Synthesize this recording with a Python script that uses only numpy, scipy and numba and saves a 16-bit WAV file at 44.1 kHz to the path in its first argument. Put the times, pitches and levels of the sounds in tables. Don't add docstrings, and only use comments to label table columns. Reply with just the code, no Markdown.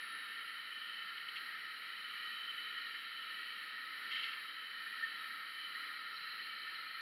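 import sys
import numpy as np
from scipy import signal
from scipy.fft import rfft, irfft
from scipy.io import wavfile
from scipy.ndimage import uniform_filter1d
from numba import njit

SR = 44100
rng = np.random.default_rng(int(sys.argv[2]) if len(sys.argv) > 2 else 0)


def how_loud(loudness_db):
    steps = np.asarray(loudness_db, float) / 20
    return 10 ** steps


def transcribe(u):
    v = np.clip(np.atleast_2d(u).T, -1, 1)
    q = np.round(v * 32767).astype(np.int16)
    wavfile.write(sys.argv[1], SR, q)


N = 309141
TIME = np.arange(N) / SR
FREQ = np.arange(N // 2 + 1) * SR / N + 1e-9

# [t/s, nearness/dB, facing the mouth/dB]
WEARER_MOVES = [(0, -1, -1.5), (.4, 0, -1.5), (.9, 1.5, 5), (1.35, 0, -1.5), (1.65, -2.5, -3),
                (1.9, -1.5, 1.5), (2.35, 0, 5.5), (2.9, -1, 4), (3.4, -2, 2.5), (3.85, -2, -3.5),
                (4.35, 1.5, -3), (4.6, -0.5, 0.5), (5.1, 0, 0), (5.4, 3.5, -0.5), (5.62, 2.5, 4.5),
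                (5.88, 2.5, -1.5), (6.4, 0, 0), (7.01, 1, -0.5)]
# [f/Hz, share of nearness, share of facing]
HISS_SHARES = [(134, 0.24, 0), (1300, 0.77, -0.085), (1600, 0.55, -0.34), (1900, 0.48, -0.077),
               (2500, .3, 0.047), (3030, .1, 0.62), (3490, 0.28, -0.14), (4100, 0.48, 0.21),
               (4840, 0.74, -0.21), (7000, .1, 0.26), (11000, 0.55, -.15)]
# [t/s, f/Hz, level/dB]
TUBE_SONG = [(0, 3900, -17), (.5, 4200, 0), (1.5, 4080, 2.5), (2.5, 4030, -0.5), (3.5, 4210, 1.5),
             (4.5, 4110, 3), (5.2, 4066, 2), (5.8, 4060, 9.5), (6.15, 4100, 6.5), (6.45, 4160, 11),
             (7.01, 4224, 11.5)]
# [start t/s, length/s, from f/Hz, to f/Hz, level/dB]
WHISTLE_GLIDES = [
    (0, 1, 10500, 8730, 7.5),
    (1.05, 1.42, 8650, 8950, 4),
    (3.1, 0.75, 8350, 8500, 3),
    (4.852, 1.2, 9950, 8900, 5),
    (5.95, .42, 8900, 9000, 3),
    (6.55, 0.48, 8450, 8350, 6),
]
# [start t/s, length/s, f at 0 s/Hz, level/dB]
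SPURT_LINES = [
    (-.05, 0.26, 10200, 14),
    (-.05, 0.26, 10640, 14),
    (-.05, .12, 10760, 14),
    (.1, .16, 10830, 17),
    (.4, .18, 10620, 9),
]
# [t/s, length/s, level/dB]
INSECT_BURSTS = [
    (1.76, .05, 13),
    (5.665, .12, 12),
    (5.79, .07, 7),
    (5.98, .05, 7),
    (6.09, .05, 14),
    (6.19, .045, 15),
    (6.27, .04, 8),
    (6.97, .04, 8),
]
# [t/s, level/dB, length/s]
STEEL_NUDGES = [(1.171, 3, 0.0155), (1.198, -3, 0.0067), (1.279, 3, 0.016), (1.356, 5, 0.016),
                (1.376, -3, 0.014), (4.115, 1.5, .012), (4.133, 0, .006), (4.155, 2, 0.017),
                (4.176, 2, .004), (4.231, -3, .006), (4.24, 6, 0.0059), (4.267, 4, .003),
                (4.328, -5, 0.014)]
# [f/Hz, level/dB]
SCRAPE_COLOUR = [(1400, -20.5), (1900, -10), (2150, 3), (2450, -8), (2700, 6.5), (3030, 2), (3250, 5),
                 (3600, -4), (4100, -7.5), (4900, -2.5), (6300, -1), (6800, 1), (7600, -3), (8500, -35)]
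# [t/s, level/dB, f/Hz, t60/s]
TOOL_TICKS = [
    (1.368, 15, 4230, 0.1),
    (5.02, 17, 1800, 0.14),
    (5.745, 11, 1870, 0.12),
    (5.73, 11, 6950, .25),
    (6.13, 12, 5400, 0.35),
    (6.162, 18.5, 4100, 0.091),
]
# [f/Hz, level/dB]
CASE_WALL = [(25, -110), (70, -107), (120, -96.5), (200, -88), (300, -87.5), (450, -87.5), (700, -92.5),
             (1050, -84), (1550, -78), (2100, -70.5), (2550, -74.5), (3300, -74.5), (4500, -78), (5100, -95),
             (5500, -93.5), (5850, -104), (6500, -109), (7600, -104), (8400, -102), (8900, -98.5),
             (9800, -91.5), (11000, -91), (12500, -90.5), (13000, -100.5), (13600, -104), (14500, -111),
             (15300, -100), (15700, -101)]
# [f/Hz, width/Hz, level/dB]
CASE_PEAKS_AND_DIPS = [(208, 19, 3.5), (297, 11.3, 8), (1285, 4.9, 3.5), (1294.6, 134, 14.5), (1396.5, 137, 10.5),
                       (1627, 130, 4.5), (1802, 94, 12), (1909, 158, 8), (2300, 100, 2.5), (3035, 175, 9.5),
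                       (3578, 255, -11.5), (3812, 187, 6), (4080, 200, 5.5), (5230, 93, 3), (7060, 190, -3.5),
                       (9580, 220, -7.5), (10000, 300, 0.5), (15050, 260, 5),
                       (6040, 190, -35), (7995, 80, -18), (8030, 450, -12)]


def on_log(table):
    hz, db = np.transpose(table)
    return np.interp(np.log(FREQ), np.log(hz), db)


def shaped(x, gain):
    return irfft(rfft(x) * gain, N)


@njit
def svf(x, hz, width):
    y, band, low = np.empty(len(x)), 0., 0.
    for i in range(len(x)):
        g = np.tan(np.pi * hz[i] / SR)
        damping = width[i] / hz[i]
        v = (band + g * (x[i] - low)) / (1 + g * (g + damping))
        band = 2 * v - band
        low = low + 2 * g * v
        y[i] = damping * v
    return y


def resonance(x, hz, width):
    return svf(x, np.zeros(N) + hz, np.full(N, 1. * width))


def walk(rate):
    hold = int(SR / rate)
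    levels = np.repeat(rng.standard_normal(N // hold + 1), hold)
    return 0.96 * uniform_filter1d(uniform_filter1d(levels, hold), hold)[:N]


def gate(s, span, edge):
    return np.clip(np.minimum(TIME - s, s + span - TIME) / edge, 0, 1)


def burner(swell_db=1.16, flicker_db=0.38, treble_flicker_db=2.5, drift_db=0.8):
    s, *moves = np.transpose(WEARER_MOVES)
    turn = np.array([np.interp(TIME, s, db) for db in moves])
    part_hz, *shares = np.transpose(HISS_SHARES)
    noise = rfft(rng.standard_normal(N))
    swell = swell_db * walk(6)
    gust = walk(24)
    low_hz = 134 * 2 ** (np.arange(9) / 3)
    middle_hz = 134 * 2 ** (np.arange(18, 30) / 6)
    centres = np.r_[low_hz, middle_hz, 4300:16000:580]
    position = np.interp(FREQ, centres, np.arange(len(centres)))
    out = 0
    for k, hz in enumerate(centres):
        share = [np.interp(np.log(hz), np.log(part_hz), row) for row in shares]
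        if hz > 6000:
            flicker = treble_flicker_db * (0.54 * walk(11) + 0.37 * gust)
        else:
            flicker = flicker_db * walk(8) + drift_db * walk(2.99)
        band = irfft(noise * np.clip(1 - abs(position - k), 0, 1), N)
        out = out + how_loud(share @ turn + swell + flicker) * band
    return out


def shop(x, echo_db=-15.5, echo_s=0.008, drift_s=0.000594, bass_hz=1470):
    lags = echo_s * (0.1483 + rng.random(8))
    wet = sum(np.interp(TIME - lag - drift_s * walk(1), TIME, x) for lag in lags)
    return x + how_loud(echo_db) * shaped(wet, 1 / (1 + (bass_hz / FREQ) ** 2))


def tube(width_hz=60):
    s, *columns = np.transpose(TUBE_SONG)
    hz, db = (np.interp(TIME, s, column) for column in columns)
    return how_loud(db + 2.0 * walk(6.06)) * resonance(rng.standard_normal(N), hz, width_hz)


def mouth(pitch_hz=3028, width_hz=95, level_db=-1, facing_share=1.72):
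    s, _, facing_db = np.transpose(WEARER_MOVES)
    db = level_db + facing_share * np.interp(TIME, s, facing_db) + 1.5 * walk(6)
    hz = pitch_hz * (1 + 0.0056 * walk(3))
    return how_loud(db) * resonance(rng.standard_normal(N), hz, width_hz)


def whistle_line(hz, width_hz, gain):
    once = resonance(rng.standard_normal(N), hz, width_hz)
    return gain * how_loud(2.0 * walk(15)) * resonance(once, hz, width_hz)


def whistle(wide_hz=600, thin_hz=70, edge_s=0.1, line_edge_s=0.03, sag_hz_per_s=1960):
    s, span, from_hz, to_hz, _ = np.transpose(WHISTLE_GLIDES)
    hz = np.interp(TIME, np.c_[s, s + span].ravel(), np.c_[from_hz, to_hz].ravel())
    band = sum(how_loud(db) * gate(s - edge_s, span + edge_s, edge_s) for s, span, _, _, db in WHISTLE_GLIDES)
    spurt_db = 8 * np.exp(-TIME / 0.25)
    out = whistle_line(hz, wide_hz, band * how_loud(spurt_db))
    sag = sag_hz_per_s * np.minimum(TIME, 1)
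    for s, span, start_hz, db in SPURT_LINES:
        out = out + whistle_line(start_hz - sag, thin_hz, how_loud(db) * gate(s, span, line_edge_s))
    return out


def insect(pitch_hz=15150, width_hz=500, throb_hz=90, chatter_db=-2, patchy_db=5):
    bursts = sum(how_loud(db) * gate(s, span, 0.01) for s, span, db in INSECT_BURSTS)
    chatter = how_loud(chatter_db + patchy_db * walk(22))
    throb = 0.65 + 0.4 * np.sin(2 * np.pi * throb_hz * TIME)
    return resonance((bursts + chatter) * throb * rng.standard_normal(N), pitch_hz, width_hz)


def scrape(grain_db=3.0, slip_db=0.5, nudge_edge_s=0.0022):
    grain = np.minimum(rng.exponential(size=N), 5.0)
    slips = rng.standard_normal(N) * how_loud(grain_db * grain)
    slips = shaped(slips / np.std(slips), how_loud(on_log(SCRAPE_COLOUR)))
    nudges = sum(how_loud(db) * gate(s, span, nudge_edge_s) for s, db, span in STEEL_NUDGES)
    drag_age = TIME - 4.109
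    attack = np.clip(drag_age / 0.003, 0, 1)
    release_db = 110 * np.maximum(drag_age - 0.16, 0)
    drag = attack * how_loud(6 - release_db + slip_db * walk(260))
    return slips * (drag + nudges)


def ticks(attack_s=0.0052):
    out = 0
    for s, db, hz, t60 in TOOL_TICKS:
        age = np.maximum(TIME - s, 0)
        envelope = np.minimum(age / attack_s, 1) * how_loud(db - 60 * age / t60)
        blow = envelope * rng.standard_normal(N)
        out = out + resonance(resonance(blow, hz, 0.12 * hz), hz, 0.12 * hz)
    return out


def scene():
    echoing = shop(burner() + scrape())
    return (echoing + tube() + mouth() + whistle() + insect() + ticks())[None]


def roll_off(x):
    return signal.sosfilt(signal.butter(12, 15740, fs=SR, output="sos"), x)


def record(dry):
    db = on_log(CASE_WALL) + 30
    for hz, width, peak_db in CASE_PEAKS_AND_DIPS:
        db = db + peak_db / (1 + (2 * (FREQ - hz) / width) ** 2)
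    cepstrum = irfft(np.log(how_loud(db)), N)
    cepstrum[1:N // 2 + 1] *= 2
    cepstrum[N // 2 + 1:] = 0
    mix = shaped(dry[0], np.exp(rfft(cepstrum)))[None]
    return roll_off(mix)


dry = scene()
out = record(dry)
transcribe(out)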